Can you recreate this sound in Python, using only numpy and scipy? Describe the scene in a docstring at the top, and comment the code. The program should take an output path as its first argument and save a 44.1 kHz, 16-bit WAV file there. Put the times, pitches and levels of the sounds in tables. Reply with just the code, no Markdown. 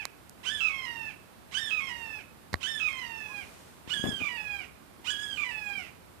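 """A hawk screams five times in a bare winter wood, just after the end of an earlier cry.
Each cry scoops up to a high note, cracks down through three sagging registers and frays away.
Twigs and trunks scatter it back; it reaches a hand-held camera almost only at the right port.
Fingers tick and bump on the case and rub the left port, over faint air noise.
A soft hiss and one faint chirp come near the end of the third cry."""
import sys
import numpy as np
from scipy import signal
from scipy.fft import rfft, irfft, next_fast_len
from scipy.io import wavfile
from scipy.ndimage import uniform_filter1d

SR = 44100
rng = np.random.default_rng(int(sys.argv[2]) if len(sys.argv) > 2 else 0)


def master(y):
    """Save y as 16-bit WAV."""
    cut = np.clip(np.atleast_2d(y).T, -1, 1)
    pcm = np.round(cut * 32767)  # scale
    wavfile.write(sys.argv[1], SR, pcm.astype(np.int16))


N = 273420
TIME_S = np.arange(N) / SR

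# cries: first note t/s, its f/Hz, relative high-note level/dB, treble bite, shrill resonance f/Hz,
# release t/s, end t/s
CRIES = [(.468, 1530, -30, -6, 6000, 1.087, 1.132), (1.548, 1514, -30.5, 1, 6020, 2.179, 2.225),
         (2.639, 1516, -30.5, 1, 6100, 3.4, 3.465), (3.909, 1473, -32.5, -0.5, 7230, 4.585, 4.67),
         (5.077, 1475, -32, 3, 7396, 5.766, 5.905)]
# high-note pitch curve per cry: t/s, f/Hz
HIGH_NOTES = [
    [(0.512, 1750), (0.552, 1757), (0.568, 1688), (0.59, 1710)],
    [(1.588, 1815), (1.598, 1832), (1.658, 1779), (1.68, 1733)],
    [(2.68, 1795), (2.714, 1806), (2.754, 1774), (2.775, 1772)],
    [(3.938, 1724), (3.978, 1624), (4.08, 1701), (4.116, 1663), (4.132, 1590), (4.18, 1586)],
    [(5.108, 1726), (5.132, 1635), (5.244, 1694), (5.254, 1667), (5.288, 1653), (5.345, 1576)],
]
# three register breaks per cry: t/s, landing f/Hz, relative level/dB, roughness 0-1
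CRACKS = [
    [(.606, 1334, -24.5, 0.14), (.694, 1125, -31.5, 0.13), (.856, 968, -34, 0.11)],
    [(1.708, 1311, -26, 0.08), (1.801, 1112, -31.5, 0.19), (1.897, 971.7, -35.5, 0.12)],
    [(2.801, 1302, -26, 0.12), (2.888, 1094, -33, 0.19), (3.03, 954, -35.5, 0.13)],
    [(4.203, 1220, -31, 0.24), (4.287, 987, -33.5, 0.08), (4.374, 873.3, -32, 0.01)],
    [(5.375, 1216, -29.5, 0.18), (5.445, 1008, -33.5, 0.07), (5.512, 884.7, -32, 0.02)],
]
# middle, low, lowest register: pitch sag/(1/s), mid-note swell/dB
REGISTERS = [(.5, 4.5), (.56, 0), (.46, -.5)]
# throat response, beak half and wide open: f/Hz, gain/dB
THROAT_HALF = [(600, -17.5), (900, -11.5), (1250, -18), (1750, -6), (2150, -2.5), (2550, 3.5), (2950, -7.5),
               (3500, -19), (4300, -27), (5000, -24.5), (5700, -30), (6450, -38.5), (7100, -39),
               (8500, -34), (11000, -57.5), (14000, -42.5)]
THROAT_WIDE = [(900, 0), (1400, -13), (1750, -2.5), (3050, 4), (3550, -2), (4600, -20.5), (5300, -20),
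               (6700, -24.5), (8500, -24), (10200, -31), (11800, -41), (14000, -38)]
# breath spectrum, beak half and wide open: f/Hz, relative density/dB
RASP_HALF = [(400, -47), (900, -15), (1400, 2.5), (2000, -30), (2550, 12.5), (3200, -3), (4400, -14),
             (6200, -10), (9000, -24), (12000, -50)]
RASP_WIDE = [(400, -42.5), (1000, -8.5), (1700, -10.5), (2400, -2.5), (3600, -5.5), (4600, -12),
             (5700, -12.5), (9000, -18), (11000, -39), (14000, -46)]
# partial level change per unit of twinkle and of bite: f/Hz, level/dB
TWINKLE_DEPTH = [(2800, 0.31), (4500, 0.86)]
BITE_DEPTH = [(5400, 0.24), (6800, 0.56)]
# trunk echoes: delay/s, gain/dB
TRUNK_ECHOES = [(.012, -20), (.021, -13.5), (.029, -10.5), (.044, -20.5), (.066, -19), (.091, -21),
                (.128, -24)]
# path from the hawk to the left port: f/Hz, gain/dB
LEFT_MUFFLE = [(900, -56.5), (1700, -25), (2400, -28), (3500, -31), (6000, -42), (12000, -38)]
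# still air and microphone hiss per port: f/Hz, relative density/dB
AIR_LEFT = [(20, -6.5), (45, -3.5), (70, 3.5), (130, -3), (250, -6), (450, -11), (1000, -17.5), (2500, -23),
            (4500, -24.5), (6200, -30.5), (9000, -26), (14500, -26)]
AIR_RIGHT = [(20, -10), (45, -7), (70, -6.5), (130, -1), (230, 1), (450, -4.5), (1200, -6), (2200, -12.5),
             (3500, -16.5), (6200, -22.5), (9000, -20.5), (14500, -24)]
# finger ticks: t/s, right peak level/dB, grit decay/s, tilt/(dB/octave), left re right/dB
FINGER_TICKS = [(0.0539, -9.5, 0.00051, 4.5, -17.5), (0.296, -21.5, 0.00022, 39, -20),
                (2.5301, -27.5, .001, 1, -5), (2.532, -20.5, 0.0024, 3, -26),
                (2.5396, -21, 0.00069, 2, -19), (2.5418, -7, 0.00063, -2.5, -16.5),
                (2.556, -29.5, 0.00049, 2, -14), (2.93, -28, .0002, 4.5, -22)]
# case modes: f/Hz, relative level/dB, t60/s
CASE_MODES = [(1130, -15, 0.0244), (1930, 4.5, 0.0044), (4270, -0.5, 0.0024), (7700, -15, 0.00044),
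              (11400, -28, 0.00072)]
# hand bumps: t/s, left level/dB, f/Hz, t60/s, right re left/dB
HAND_BUMPS = [(2.529, -23, 148, .02, -13.5), (2.5381, -26, 84.6, 0.106, -35.5),
              (2.5396, -22, 192, 0.018, -26), (3.8763, -22, 230, 0.0079, -22.5),
              (3.9960, -23, 184, .02, -30.5), (4.0399, -7, 283, 0.0071, -22),
              (4.0730, -24, 201, 0.0135, -28), (4.0892, -16.5, 227, 0.021, -32),
              (4.1281, -23.5, 259, 0.018, -22), (4.2150, -23.5, 304, 0.012, -14),
              (4.9960, -37, 330, 0.017, -14), (5.7780, -35, 240, 0.032, -12)]
# swelling hiss: f/Hz, relative density/dB
HISS_SPECTRUM = [(200, 1), (500, 6), (1500, 1), (5500, -4), (9500, -4), (14500, -16)]
# finger strokes over the left port: peak t/s, level/dB
RUB_STROKES = [(3.956, -42), (4.059, -26), (4.208, -38)]
# finger friction: f/Hz, relative density/dB
RUB_SPECTRUM = [(25, -40), (80, -2.5), (200, 7), (400, -1.5), (750, -8), (1500, -17.5), (3000, -23.5),
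                (6000, -54.5), (10000, -30), (14500, -34)]


def amp(db):
    """Decibels to gain."""
    return 10 ** (np.asarray(db) / 20)


def unit_rms(x):
    """Scales to rms 1."""
    return x / np.sqrt(np.mean(x ** 2) + 1e-20)


def lookup(curve, hz):
    """Interpolates on a log-frequency axis."""
    curve_hz, value = np.transpose(curve)
    return np.interp(np.log(hz + 1), np.log(curve_hz), value)


def add(mix, start_s, sound):
    """Mixes a sound in at start_s."""
    part = mix[..., max(round(start_s * SR), 0):][..., :sound.shape[-1]]
    part += sound[..., :part.shape[-1]]


def shape(x, spectrum):
    """Filters N samples by a dB curve."""
    return irfft(rfft(x) * amp(lookup(spectrum, np.fft.rfftfreq(N, 1 / SR))), N)


def noise(spectrum):
    """Steady coloured noise, rms 1."""
    return unit_rms(shape(rng.standard_normal(N), spectrum))


def wander(rate_hz, size=N):
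    """Random motion up to about rate_hz, rms 1."""
    padded = next_fast_len(size)
    hz = np.fft.rfftfreq(padded, 1 / SR)
    spectrum = rfft(rng.standard_normal(padded)) / (1 + (hz / rate_hz) ** 4)
    return unit_rms(irfft(spectrum, padded)[:size])


def gesture(t, first_s, first_hz, high_db, high_note, flip_s=.005, hold_s=.022, leap_s=.018):
    """Pitch, level and roughness of a cry's opening: scoop, flip to the first note, leap to the high one."""
    high_s, high_hz = np.transpose(high_note)
    knots_s = [t[0], first_s - flip_s, first_s, first_s + hold_s, first_s + hold_s + leap_s]
    hz = np.interp(t, [*knots_s[:-1], *high_s], [.54 * first_hz, .88 * first_hz, first_hz, first_hz, *high_hz])
    level_db = high_db + np.interp(t, knots_s, [-19.5, -1.95, 2.75, 5.5, 0])
    level_db -= 19 * (t - high_s.mean())  # fade in dB/s
    rough = np.interp(t, knots_s, [.847, .847, .264, .264, .15])
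    return hz, level_db, rough


def descent(t, opening, cracks, release_s, end_s, slump_s=.014, slump_share=.38, crack_width_s=.014):
    """The voice slumps and cracks into each lower register; on release it drops, fades and frays."""
    hz, level_db, rough = opening
    cracks_s = [row[0] for row in cracks]
    for crack, until_s, (sag_per_s, swell_db) in zip(cracks, cracks_s[1:] + [release_s], REGISTERS):
        crack_s, landing_hz, register_db, register_rough = crack
        before, after = t < crack_s, t >= crack_s
        slump = slump_share * np.exp((t[before] - crack_s) / slump_s)
        hz[before] *= (landing_hz / hz[before][-1]) ** slump
        age_s = t[after] - crack_s
        hz[after] = landing_hz * np.exp(-sag_per_s * age_s)
        progress = np.minimum(age_s / (until_s - crack_s), 1)
        level_db[after] = register_db + swell_db * np.sin(np.pi * progress)
        rough[after] = register_rough
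    cracking = sum(np.exp(-abs(t - crack_s) / crack_width_s) for crack_s in cracks_s)
    release = np.clip((t - release_s) / (end_s - release_s), 0, 1)
    hz *= 1 - .24 * release ** 1.2
    level_db -= .5 * cracking + 17 * release ** 1.1
    rough += .25 * cracking + .98 * release ** 1.18
    return hz, level_db, np.clip(rough, 0, 1)


def throat(hz, harmonic, gape, bite, shrill_hz, shrill_db=5.5, shrill_width_hz=550):
    """Gain in dB per partial: the gaping beak lifts the resonance; a shrill peak boosts passing overtones."""
    partial_hz = harmonic * hz
    # purer middle register: weaker partials above the third
    purity_db = (harmonic > 3) * np.interp(hz, [1030, 1170], [0, 4])
    gain_db = (1 - gape) * (lookup(THROAT_HALF, partial_hz) - purity_db)
    gain_db += gape * lookup(THROAT_WIDE, partial_hz)
    gain_db += bite * lookup(BITE_DEPTH, partial_hz)
    shrill = np.exp(-((partial_hz - shrill_hz) / shrill_width_hz) ** 2)
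    return gain_db + (shrill_db + (1 - gape) * purity_db) * shrill


def cry(hz, level_db, rough, bite, shrill_hz, jitter_hz=330, waver_hz=130, flutter_db=1.5, twinkle=3):
    """The syrinx buzzes through the throat; roughness shakes pitch and strength and adds rasp."""
    size = len(hz)
    jitter = .0609 * rough ** 1.4 * wander(jitter_hz, size)
    waver = .00509 * wander(waver_hz, size)
    phase = 2 * np.pi * np.cumsum(hz * (1 + jitter + waver)) / SR
    # beak wide open until the high note is over
    top_ahead_hz = np.maximum.accumulate(hz[::-1])[::-1]
    gape = np.interp(top_ahead_hz, [1340, 1490], [0, 1])
    harmonic = np.arange(1, 19)[:, None]
    # each partial fades in and out on its own path through the twigs
    fading = np.array([wander(rate_hz=30, size=size) for _ in harmonic])
    twinkle_db = twinkle * lookup(TWINKLE_DEPTH, harmonic * hz) * fading
    partials = amp(throat(hz, harmonic, gape, bite, shrill_hz) + twinkle_db) * (harmonic * hz < SR / 2)
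    partials /= np.sqrt((partials ** 2).sum(0) / 2)
    buzz = (partials * np.cos(harmonic * phase + rng.uniform(0, 2 * np.pi, harmonic.shape))).sum(0)
    buzz *= 1 + .3 * rough * wander(jitter_hz, size)
    rasp = gape * noise(RASP_WIDE)[:size] + (1 - gape) * noise(RASP_HALF)[:size]
    voice = np.sqrt(1 - .5 * rough ** 2) * buzz + amp(-4) * rough * rasp
    return voice * amp(level_db + flutter_db * wander(waver_hz, size)) * signal.windows.tukey(size, .02)


def linger(hz, level_db, t60_s=.42, waver_share=.0098, waver_hz=70, flutter_db=3):
    """One partial rings on briefly, wavering as it decays."""
    t = TIME_S[:SR // 7]
    phase = 2 * np.pi * np.cumsum(hz * (1 + waver_share * wander(waver_hz, len(t)))) / SR
    envelope = amp(level_db - 60 * t / t60_s + flutter_db * wander(waver_hz, len(t)))
    return np.sqrt(2) * envelope * np.sin(phase) * signal.windows.tukey(len(t), .2)


def scatter(t60_s, treble_t60_s, rise_s=.00185):
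    """Impulse response of many branches: sparse taps with a separate treble decay."""
    taps = rng.standard_normal(SR) * (rng.random(SR) < 3000 / SR)
    hz, t, spectra = signal.stft(taps, SR, nperseg=256)
    band_t60_s = lookup([(2500, t60_s), (9000, treble_t60_s)], hz)[:, None]
    envelope = amp(-60 * t / band_t60_s) * (1 - np.exp(-t / rise_s))
    tail = signal.istft(spectra * envelope, SR)[1]
    return tail / np.linalg.norm(tail)


def wood_echo(voice, near_db, far_db, twigs_db=2, twigs_hz=4300):
    """Twigs blur the treble at once; trunks, near crowns and the deeper wood answer."""
    high_pass = signal.butter(6, twigs_hz, "high", fs=SR, output="sos")
    twigs = signal.sosfilt(high_pass, scatter(t60_s=.0775, treble_t60_s=.12, rise_s=.0024))
    crowns = scatter(t60_s=.13, treble_t60_s=.037)
    deep_wood = scatter(t60_s=.99, treble_t60_s=.18)
    response = amp(twigs_db) * twigs + amp(near_db) * crowns + amp(far_db) * deep_wood
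    for delay_s, gain_db in TRUNK_ECHOES:
        add(response, delay_s, amp([gain_db]))
    return signal.fftconvolve(voice, response)[:N]


def hawk(gain_db=-2.02, scoop_s=.04, hold_s=.022, earlier_s=.05):
    """Cries reach the right port direct and echoed, the left only as a muffled echo."""
    voice, cries = np.zeros(N), []
    for row, high_note, cracks in zip(CRIES, HIGH_NOTES, CRACKS):
        first_s, first_hz, high_db, bite, shrill_hz, release_s, end_s = row
        t = np.arange(first_s - scoop_s, end_s, 1 / SR)
        opening = gesture(t, first_s, first_hz, high_db, high_note, hold_s=hold_s)
        hz, level_db, rough = descent(t, opening, cracks, release_s, end_s)
        cries.append(cry(hz, level_db, rough, bite, shrill_hz))
        add(voice, first_s - scoop_s, cries[-1])
        add(voice, first_s + hold_s, linger(2 * first_hz, high_db - 5))
    # the earlier cry ends like the first
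    add(voice, 0, amp(3.5) * cries[0][-round(earlier_s * SR):])
    left = shape(wood_echo(voice, near_db=-2.5, far_db=-16.5), LEFT_MUFFLE)
    right = voice + wood_echo(voice, near_db=-11, far_db=-24)
    return amp(gain_db) * np.array([left, right])


def air(left_db=-54.5, right_db=-52, left_lift_db=3, right_lift_db=2.5, lead_s=.04):
    """Far rumble and hiss, independent per port, a little louder during the five cries."""
    gate = sum(1. * (TIME_S > first_s - lead_s) * (TIME_S < end_s) for first_s, *_, end_s in CRIES)
    crying = uniform_filter1d(gate, size=SR // 10)
    left = amp(left_db + left_lift_db * crying) * noise(AIR_LEFT)
    right = amp(right_db + right_lift_db * crying) * noise(AIR_RIGHT)
    return np.array([left, right])


def finger_ticks(grit=.13):
    """Tiny snaps with gritty tails ring the case."""
    out, t = np.zeros((2, N)), TIME_S[:1024]
    ring = sum(amp(db - 60 * t / t60_s) * np.sin(2 * np.pi * hz * t) for hz, db, t60_s in CASE_MODES)
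    octaves = np.log2(np.clip(np.fft.rfftfreq(2 * len(t), 1 / SR), 800, 7000) / 2000)
    for start_s, peak_db, decay_s, tilt_db_per_octave, left_db in FINGER_TICKS:
        snap = (t == 0) + grit * rng.standard_normal(len(t)) * np.exp(-t / decay_s)
        spectrum = rfft(signal.fftconvolve(snap, ring), 2 * len(t))
        tick = irfft(spectrum * amp(tilt_db_per_octave * octaves))[:len(t)]
        add(out, start_s, amp([[peak_db + left_db], [peak_db]]) * tick / abs(tick).max())
    return out


def hand_bumps():
    """Dull, quickly damped pushes on the case, mostly left."""
    out, t = np.zeros((2, N)), TIME_S[:SR // 8]
    for start_s, level_db, hz, t60_s, right_db in HAND_BUMPS:
        bump = amp(-60 * t / t60_s) * np.sin(2 * np.pi * hz * t)
        add(out, start_s, amp([[level_db], [level_db + right_db]]) * bump)
    return out


def hiss(peak_s=3.5, width_s=.3, level_db=-55):
    """A soft hiss swells and fades around the end of the third cry."""
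    envelope = amp(level_db) * np.exp(-((TIME_S - peak_s) / width_s) ** 2)
    return envelope * np.array([noise(HISS_SPECTRUM), noise(HISS_SPECTRUM)])


def chirp(start_s=3.275, length_s=.08, from_hz=970, to_hz=1130, level_db=-43):
    """One faint rising tone on the right, under the third cry."""
    out = np.zeros((2, N))
    hz = np.linspace(from_hz, to_hz, round(length_s * SR))
    tone = np.sin(2 * np.pi * np.cumsum(hz) / SR)
    add(out[1], start_s, amp(level_db) * np.hanning(len(hz)) * tone)
    return out


def finger_rub(grip_db_per_s=650, ease_db_per_s=208, lumps_db=3, lumps_hz=70):
    """Lumpy friction over the left port; each stroke grips fast and eases off."""
    strokes_db = [level_db - np.maximum(grip_db_per_s * (peak_s - TIME_S), ease_db_per_s * (TIME_S - peak_s))
                  for peak_s, level_db in RUB_STROKES]
    left = noise(RUB_SPECTRUM) * amp(np.max(strokes_db, axis=0) + lumps_db * wander(lumps_hz))
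    return np.array([left, np.zeros(N)])


def scene():
    """Stereo mix of hawk, background and handling."""
    return hawk() + air() + finger_ticks() + hand_bumps() + hiss() + chirp() + finger_rub()


def record(dry, low_cut_hz=52, band_limit_hz=14700):
    """Bass cut and steep band limit."""
    high_pass = signal.butter(3, low_cut_hz, "high", fs=SR, output="sos")
    low_pass = signal.firwin(511, band_limit_hz, window=("kaiser", 9), fs=SR)
    return signal.oaconvolve(signal.sosfilt(high_pass, dry), low_pass[None], "same", axes=1)


dry = scene()
out = record(dry)
master(out)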